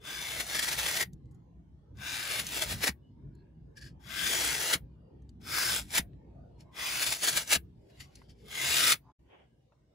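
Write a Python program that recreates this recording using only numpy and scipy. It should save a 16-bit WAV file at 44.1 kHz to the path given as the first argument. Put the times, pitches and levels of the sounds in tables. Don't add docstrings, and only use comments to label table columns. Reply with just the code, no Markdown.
import sys
import numpy as np
from scipy import signal
from scipy.fft import rfft, irfft, next_fast_len
from scipy.io import wavfile
from scipy.ndimage import uniform_filter1d

SR = 44100
rng = np.random.default_rng(int(sys.argv[2]) if len(sys.argv) > 2 else 0)


def wav_out(sig):
    wavfile.write(sys.argv[1], SR, np.round(np.clip(np.atleast_2d(sig).T, -1, 1) * 32767).astype(np.int16))


N = 438354
TIME, HZ = np.arange(N) / SR, np.fft.rfftfreq(512, 1 / SR)

# start in seconds, length in seconds, rise in seconds, bite in dB, growth over the
# cut in dB, block body at first in dB, block body at last in dB, fizz in dB, lean to the left on entry
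# in dB, low ring of the fresh slice in Hz, high ring in Hz, ring as it tears free in Hz.
CUTS = [(-0.018, 1.049, 0.049, -41.5, 5.5, 0, 2.5, 0.5, 2.5, 3460, 6070, 1905),
        (1.937, 0.96, 0.059, -37.5, -3, -4, 3, 0, 5.5, 1550, 3660, 1800),
        (3.99, 0.76, 0.11, -32, -1, -3, 5.5, 3.5, 11.5, 1616, 3300, 1368),
        (5.397, 0.5965, 0.08, -28, -7, -0.5, 1.5, 4.5, 1.5, 1527, 5220, 1546),
        (6.708, .85, 0.05, -34, -4, 3, -1.5, 4, 0.5, 1110, 2450, 2850),
        (8.398, 0.53, 0.098, -38.5, 14, 2.5, -3.5, 3.5, 0, 2130, 3320, 1219)]
# centre in seconds, level in dB, half length in seconds.
SLIPS = [(0.406, -32.5, 0.0058), (0.555, -32, 0.014), (0.594, -28.5, 0.0048), (0.638, -31.5, 0.0092),
         (0.688, -33.5, 0.0092), (0.729, -33.5, 0.012), (0.792, -32, 0.0089), (0.864, -30, 0.0044),
         (0.89, -32, 0.0068), (0.971, -30, 0.0053), (1.012, -27.5, 0.0063), (2.345, -36.5, 0.043),
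         (2.398, -29.5, 0.0046), (2.572, -36, 0.011), (2.626, -29.5, 0.0074), (2.717, -36.5, 0.017),
         (2.841, -28, 0.0096), (2.878, -26, 0.0073), (4.332, -32, 0.0048), (4.739, -25, 0.0062),
         (5.957, -29, 0.0093), (5.982, -24.5, 0.006), (7.026, -29, 0.0072), (7.07, -31, 0.0066),
         (7.127, -30, 0.0047), (7.243, -29, 0.011), (7.285, -26, 0.0094), (7.377, -26.5, 0.0087),
         (7.53, -22, 0.011), (7.556, -26, 0.0069), (8.901, -27.5, 0.0077), (8.924, -25, 0.0053)]
# centre in seconds, drop in dB, half length in seconds.
STALLS = [(0.453, 8.5, 0.028), (.76, 5.5, 0.024), (2.454, 8.5, 0.054), (2.67, 4.5, 0.036),
          (2.777, 11, 0.039), (4.586, 3.5, 0.076), (5.865, 30.5, 0.058), (7.194, 9.5, 0.043),
          (7.457, 17.5, 0.032)]
# pitch in Hz, relative lift in dB.
SLICE_RINGS = [(1160, 8.5), (1580, 2.5), (2080, 2), (3480, 5), (4850, 4.5), (5400, 8)]
# frequency in Hz, relative level in dB per Hz.
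CRUNCH_COLOUR = [(300, -8.5), (600, -7), (850, -7), (1050, -9.5), (1400, -2.35), (2200, 1.5), (2700, -1.86),
                 (3400, 0.07), (4600, -2.5), (7500, -4.5), (9000, -2), (10800, -6), (12500, -8.5),
                 (15000, -9.5)]
# frequency in Hz, gain in dB.
CRUNCH_BASS = [(20, -32), (90, -15), (180, -3.5), (300, 4)]
# frequency in Hz, share of the control from 0 to 1.
BODY_SHARE = [(900, 0.76), (1300, 0.013)]
# frequency in Hz, share of the control from 0 to 1.
FIZZ_SHARE = [(3000, 0.089), (5000, 0.51), (8000, 0.96), (15000, 0.32)]
# frequency in Hz, left-right coherence from 0 to 1.
PORT_LIKENESS = [(100, 0.92), (800, 0.93), (1400, .72), (2100, 0.58), (3200, 0.57), (5500, 0.75),
                 (7200, .85), (15000, 0.91)]
# frequency in Hz, lead of the left in radians.
PORT_PHASE = [(200, -0.021), (1400, 0.87), (1800, -1), (2500, -0.64), (3100, 1.3), (3900, 0.83),
              (5500, -0.88), (7000, -0.17)]
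# frequency in Hz, left minus right in dB.
PORT_BALANCE = [(150, 1), (600, 2.5), (1600, 3), (4500, 3.5), (7000, 1.5), (9000, 0)]
# frequency in Hz, relative level in dB per Hz.
OUTDOOR_COLOUR = [(15, -48), (25, -26.5), (49, -8), (88, -1), (139, 1.5), (196, -5.5), (335, -13.5),
                  (515, -27), (790, -34.5), (856, -33), (1310, -47), (1630, -46), (2560, -52), (2930, -50),
                  (15000, -74)]
# time in seconds, level in dB.
RUMBLE_LEVEL = [(0, -53), (1.2, -52), (1.8, -58), (2.75, -45), (2.97, -57.5), (3.3, -50), (3.85, -53),
                (4.5, -48.5), (5.15, -51), (5.8, -48), (6.4, -50), (6.7, -57), (7.6, -53.5), (8.25, -58),
                (8.9, -51), (9.05, -66.5), (9.94, -66.5)]
# time in seconds, level in dB, treble lift in dB.
AIR = [(0, -68, 0), (1.75, -71.5, 1.5), (5.1, -66, -4.5), (6.15, -66.5, -3), (6.501, -61.5, -5.5),
       (7.75, -72.5, 8), (7.95, -62.5, 10), (8.3, -69, 5.5), (9.301, -72.5, 7.5), (9.94, -75.5, 8.5)]
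# delay in seconds, gain.
PAVING = [(.0031, .12), (.0064, .13), (.0089, .08)]
# frequency in Hz, time to fall 60 dB in seconds.
YARD_DECAY = [(200, 0.067), (2000, 0.11), (6000, 0.048), (14000, 0.15)]
# start in seconds, level in dB.
JOLTS = [(1.021, -41), (2.889, -28), (4.751, -33), (5.995, -29.5), (7.559, -30), (8.937, -49.5)]
# pitch in Hz, relative level in dB, time to fall 60 dB in seconds.
BLOCK_MODES = [(67.4, -7.5, 0.26), (125, -3, 0.054), (179, -2, .08), (242, 0, 0.039), (344, -8.5, 0.032)]
# start in seconds, relative level in dB, centre in Hz, decay in seconds.
TICKS = [(1.132, -51.5, 6280, 0.0032), (1.256, -73, 4500, 0.0043), (1.311, -69, 8000, 0.0081),
         (1.345, -72, 6800, .01), (1.971, -55, 5000, 0.0044), (2.467, -27, 6280, 0.0034),
         (3.351, -66, 7140, 0.0033), (3.77, -51, 5570, .005), (3.812, -52, 5060, .005),
         (5.22, -71, 6250, .005), (5.292, -52.5, 4650, 0.0027), (5.415, -57, 4900, 0.0028),
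         (6.132, -66, 1886, 0.0038), (6.606, -53, 5500, 0.0034), (7.42, -39.5, 5000, .004),
         (7.448, -48.5, 7000, 0.0033), (7.476, -35, 6100, .004), (8.155, -43.5, 5820, 0.0036),
         (8.217, -50.5, 1080, 0.0043), (8.295, -59, 4540, 0.0097), (9.721, -60, 598, 0.013)]
# centre in seconds, level in dB, half length in seconds,
# pitch in Hz, width in Hz.
FAR_TONES = [(3.068, -80.5, 0.025, 2940, 39.7), (3.385, -79, 0.02, 4230, 150), (3.42, -81, 0.053, 1650, 80),
             (6.313, -70, 0.043, 797, 90), (6.53, -84, 0.024, 2900, 29.3), (6.726, -65, 0.034, 1037, 60),
             (9.095, -62, 0.025, 947, 150)]
# centre in seconds, relative level in dB,
# half length in seconds, ring in Hz, how fully the face rings from 0 to 1.
SCUFFS = [(3.779, -49, 0.0094, 1690, 1), (3.827, -50, 0.014, 1700, 1), (3.864, -52, .018, 1670, 0.93),
          (6.609, -58, 0.012, 2400, .4), (7.905, -62, 0.0094, 1690, .4), (7.984, -61.5, 0.027, 2130, 0.4),
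          (8.009, -38, 0.0072, 2800, 0.1), (8.029, -52, 0.019, 2130, 0.4), (8.17, -61.5, 0.043, 2220, 0.6),
          (8.304, -60, 0.012, 3170, 0.96), (8.41, -66, .031, 2130, .5)]
# frequency in Hz, relative level in dB per Hz.
SCUFF_COLOUR = [(100, -9), (1100, -18), (1600, -3), (2400, 1), (3600, -3.5), (5000, -5), (6300, -5.5),
                (8400, -7.5), (10500, -9), (15500, -18)]
# pitch in Hz, lift in dB.
FACE_RINGS = [(3350, 3), (4400, 13), (4700, 10), (5050, 15), (5450, 14)]
# start in seconds, end in seconds.
HUSH = (9.125, 9.187)
# centre in seconds, level in dB, half length in seconds.
RUSTLES = [(9.338, -58, .03), (9.402, -62.5, .035)]
# frequency in Hz, relative level in dB per Hz.
RUSTLE_COLOUR = [(150, -22.5), (350, 3), (700, 3), (1300, -10), (2200, -7.5), (2600, -10), (3200, -6),
                 (4000, -32), (8000, -57)]

ENTRY_DB, ENTRY_CURVE, RELEASE_DB_PER_S = 42.5, 1.51, 854
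TOUCH_S = 0.012
FRESH_S, TEAR_S = 0.27, 0.2
FRESH_FIZZ_DB, STALL_FIZZ_DB, TEAR_FIZZ_DB = -9.5, 3, -1.5
LEAVE_FIZZ_DB, LEAVE_S = -8.5, 0.02
USUAL_BITE_DB, BITE_RANGE_DB, LIGHT_BODY_DB = -34.5, 7.5, 4.5
JUDDER_PER_S, JUDDER_DB, JUDDER_DRIFT = 31, 0.5, 0.16
LOW_RING_DB, HIGH_RING_DB, TEAR_RING_DB, RING_FADE_S = 8.5, 9.5, 8, 0.33
SNAPS_PER_S, SNAP_DB, SNAP_S = 45, -0.5, 0.0005
PORT_SPLIT_HZ, PORT_LAG_S = 7100, 0.000272
EDGE_HZ = 15720


def amp(db):
    return 10 ** (np.asarray(db) / 20)


def evened(x):
    return x / np.sqrt(np.mean(x ** 2) + 1e-20)


def read(points, hz=HZ):
    f, value = np.transpose(points)
    return np.interp(np.log(hz + 1), np.log(f + 1), value)


def spectra(x, size=512):
    z = signal.stft(x, nperseg=size, noverlap=size * 3 // 4)[2]
    return np.swapaxes(z, -1, -2)


def sound(z, size=512):
    x = signal.istft(np.swapaxes(z, -1, -2), nperseg=size, noverlap=size * 3 // 4)[1]
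    return x[..., :N]


def frame_times(z):
    return np.linspace(0, N / SR, z.shape[1])


def wander(rate_hz):
    size = next_fast_len(N, True)
    softening = 1 + (np.fft.rfftfreq(size, 1 / SR) / rate_hz) ** 2
    return evened(irfft(rfft(rng.standard_normal(size)) / softening, size)[:N])


def bell(x, centre, half):
    return np.exp(-((x - centre) / half) ** 2)


def ringing(modes, width_hz):
    return sum(db * bell(HZ, hz, width_hz) for hz, db in modes)


def patches(shape, size):
    lasting = uniform_filter1d(rng.standard_normal(shape), size, axis=0)
    return evened(uniform_filter1d(lasting, size // 2, axis=0))


def swells(rows, attack=0.95):
    power = np.zeros(N)
    for s, db, half in rows:
        near = slice(max(0, int((s - 10 * half) * SR)), int((s + 10 * half) * SR))
        t = (TIME[near] - s) / half
        power[near] += amp(db) ** 2 * np.exp(-np.maximum(-t / attack, t) ** 1.5)
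    return power


def cells(grain_db, flutter_db, flutter_hz):
    size = amp(grain_db * wander(4200) + flutter_db * wander(flutter_hz))
    return evened(size * rng.standard_normal((2, N)))


def ports(pair, colour_db):
    a, b = spectra(pair)
    same = np.clip(read(PORT_LIKENESS), 0, 1)
    phase = read(PORT_PHASE) - 2 * np.pi * PORT_LAG_S * np.maximum(HZ - PORT_SPLIT_HZ, 0)
    lean = amp(read(PORT_BALANCE) / 2)
    left = a * lean * np.exp(1j * phase)
    right = (same * a + np.sqrt(1 - same ** 2) * b) / lean
    return np.array([left, right]) * amp(colour_db)


def stroke(t):
    rows = np.array(CUTS)
    current = np.maximum(np.searchsorted(rows[:, 0], t) - 1, 0)
    start, length, rise, bite, growth, *colours = rows[current].T
    age = np.maximum(t - start, 0)
    stuck_db = sum(db * bell(t, s, half) for s, db, half in STALLS)
    entry_db = ENTRY_DB * np.exp(-(age / rise) ** ENTRY_CURVE)
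    entry_db -= 20 * np.log10(np.tanh(age / TOUCH_S) + 1e-6)
    release_db = RELEASE_DB_PER_S * np.clip(age - length, 0, 0.5)
    bite_db = bite + growth * np.minimum(age / length, 1) - entry_db - stuck_db - release_db
    return np.array([age, length, bite_db, np.tanh(stuck_db / 10), *colours])


def snaps():
    bursts = rng.exponential(1, N).clip(0, 2) * (rng.random(N) < SNAPS_PER_S / SR)
    return 1 + amp(SNAP_DB) * signal.lfilter([1], [1, -np.exp(-1 / (SNAP_S * SR))], bursts)


def cutting_force():
    judder_rate = JUDDER_PER_S * (1 + JUDDER_DRIFT * wander(8.9))
    judder_db = JUDDER_DB * np.sin(2 * np.pi * np.cumsum(judder_rate) / SR)
    bite = amp(stroke(TIME)[2] + judder_db) * snaps()
    return np.sqrt(bite ** 2 + swells(SLIPS, attack=1.0))


def cutting(lean_db=-1.06, ring_width_hz=120):
    force = cutting_force()
    z = ports(cells(grain_db=2.0, flutter_db=1.0, flutter_hz=127), read(CRUNCH_COLOUR) + read(CRUNCH_BASS))
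    now = stroke(frame_times(z))[..., None]
    age, length, bite_db, stuck, first_body, last_body, fizz, lean, low_hz, high_hz, tear_hz = now
    fresh = np.exp(-age / FRESH_S)
    tearing = bell(age, length, TEAR_S)
    leaving = np.clip((age - length) / LEAVE_S, 0, 1)

    body = first_body + (last_body - first_body) * np.minimum(age / length, 1)
    body += LIGHT_BODY_DB * np.tanh((USUAL_BITE_DB - bite_db) / BITE_RANGE_DB)
    fizz = fizz + FRESH_FIZZ_DB * fresh + STALL_FIZZ_DB * stuck
    fizz += TEAR_FIZZ_DB * tearing + LEAVE_FIZZ_DB * leaving
    slice_modes = SLICE_RINGS + [(low_hz, LOW_RING_DB), (high_hz, HIGH_RING_DB)]
    rings = bell(age, 0, RING_FADE_S) * ringing(slice_modes, ring_width_hz)
    rings += tearing * ringing([(tear_hz, TEAR_RING_DB)], ring_width_hz)
    depth_db = 2.2 + 1.4 * fresh
    drifting = evened(uniform_filter1d(patches(z.shape[1:], size=56), size=2, axis=1))

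    high = read(FIZZ_SHARE)
    gain = amp(body * read(BODY_SHARE) + fizz * high + rings + depth_db * drifting)
    core = (HZ > 1100) & (HZ < 6000)
    gain /= np.sqrt(np.mean(gain[:, core] ** 2, axis=1, keepdims=True))
    side = amp((lean_db + lean * fresh) * np.clip(1 - high, 0, 1) / 2)
    crackle = sound(z * gain * np.array([side, 1 / side])) / np.std(sound(z * core))
    return force * crackle


def outdoors(split_hz=390, lumpy_db=3.0, bass_spread=0.22, air_spread=1.0,
             drone_hz=60, drone_width_hz=8, drone_db=-7.5, patchy_db=6.0):
    hz = np.fft.rfftfreq(N, 1 / SR)
    noise = rfft(rng.standard_normal((2, N)))
    shaped = noise * amp(read(OUTDOOR_COLOUR, hz))
    low = 1 / (1 + (hz / split_hz) ** 8)
    sides = np.array([[1], [-1]])

    s, air_db, treble_db = np.transpose(AIR)
    hiss = spectra(irfft(shaped * (1 - low), N))
    treble_now = np.interp(frame_times(hiss), s, treble_db)[:, None]
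    bright_db = treble_now * HZ ** 2 / (HZ ** 2 + 2500 ** 2)
    hiss = sound(hiss * amp(bright_db + patchy_db * patches(hiss.shape[1:], size=40)))
    hiss = hiss[0] + air_spread * sides * hiss[1]

    lumps = spectra(evened(irfft(shaped * low, N)), size=4096)
    bass = evened(sound(lumps * amp(3 * patches(lumps.shape[1:], size=8)), size=4096))
    drone = evened(irfft(noise[0] / (1 + ((hz - drone_hz) / drone_width_hz) ** 4), N))
    bass = bass[0] + amp(drone_db) * drone + bass_spread * sides * bass[1]
    bass = bass * amp(lumpy_db * wander(6))

    rumble_gain = amp(np.interp(TIME, *np.transpose(RUMBLE_LEVEL)))
    return evened(bass) * rumble_gain + evened(hiss) * amp(np.interp(TIME, s, air_db))


def paving(x):
    echoes = sum(gain * np.pad(x, ((0, 0), (round(delay * SR), 0)))[:, :N] for delay, gain in PAVING)
    return x + echoes


def yard(x, gap_s=0.0039):
    t = np.arange(SR // 2) / SR
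    sparse = rng.standard_normal((2, len(t))) * (rng.random((2, len(t))) < 0.1)
    z = spectra(sparse * (t > gap_s))
    age = np.linspace(0, t[-1], z.shape[1])[:, None]
    tail = sound(z * amp(-60 * age / read(YARD_DECAY)))
    tail = tail / np.linalg.norm(tail, axis=1, keepdims=True)
    return signal.fftconvolve(x, tail, axes=1)[:, :N]


def jolts(rise_s=0.002):
    out, t = np.zeros(N), np.arange(SR // 4) / SR
    for s, level_db in JOLTS:
        ring = sum(amp(db - 60 * t / t60) * np.sin(2 * np.pi * (hz * t + rng.random()))
                   for hz, db, t60 in BLOCK_MODES)
        out[round(s * SR):][:len(t)] += amp(level_db) * ring * (1 - np.exp(-t / rise_s))
    return out


def ticks(level_db=-3.5, ring_db=-2.5, rise_s=0.00053):
    out, t = np.zeros((2, N)), np.arange(SR // 10) / SR
    for s, db, hz, decay in TICKS:
        band = signal.butter(2, [hz / 1.7, min(hz * 1.7, SR / 2 - 500)], "band", fs=SR)
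        grain = evened(signal.lfilter(*band, rng.standard_normal((2, len(t)))))
        burst = grain + amp(ring_db) * np.sin(2 * np.pi * hz * t)
        envelope = np.exp(-t / decay) * (1 - np.exp(-t / rise_s))
        out[:, round(s * SR):][:, :len(t)] += amp(db) * burst * envelope
    z = ports(out, level_db)
    return sound(z * amp(3 * patches(z.shape[1:], size=30)))


def far_tones():
    out = np.zeros(N)
    for s, db, half, hz, width in FAR_TONES:
        envelope = np.sqrt(2 * swells([(s, db, half)]))
        out += envelope * wander(width) * np.sin(2 * np.pi * hz * TIME)
    return out


def scuffs(level_db=-1.5, ring_db=17, ring_width_hz=160):
    s, db, half, hz, depth = np.transpose(SCUFFS)
    z = ports(cells(grain_db=3.5, flutter_db=-0.5, flutter_hz=200), read(SCUFF_COLOUR))
    nearest = np.argmin(abs(frame_times(z)[:, None] - s), axis=1)[:, None]
    colour_db = depth[nearest] * ringing(FACE_RINGS + [(hz[nearest], ring_db)], ring_width_hz)
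    colour_db += 3.5 * patches(z.shape[1:], size=50)
    graze = sound(z * amp(colour_db)) / np.std(sound(z)) / 2
    return amp(level_db) * np.sqrt(swells(zip(s, db, half), attack=0.74)) * graze


def rustle():
    z = spectra(cells(grain_db=2.5, flutter_db=1.0, flutter_hz=90))
    colour_db = read(RUSTLE_COLOUR) + 2.0 * patches(z.shape[1:], size=30)
    return np.sqrt(swells(RUSTLES)) * evened(sound(z * amp(colour_db)))


def scene(yard_db=-18.0):
    near = cutting() + scuffs() + ticks() + jolts()
    return paving(near) + amp(yard_db) * yard(near) + outdoors() + rustle() + far_tones()


def record(dry, hush_db=-58.0):
    hushed = uniform_filter1d(1.0 * ((TIME > HUSH[0]) & (TIME < HUSH[1])), size=600)
    edge = signal.firwin(1023, EDGE_HZ, window=("kaiser", 9), fs=SR)
    return signal.oaconvolve(dry * amp(hush_db * hushed), edge[None], "same")


dry = scene()
out = record(dry)
wav_out(out)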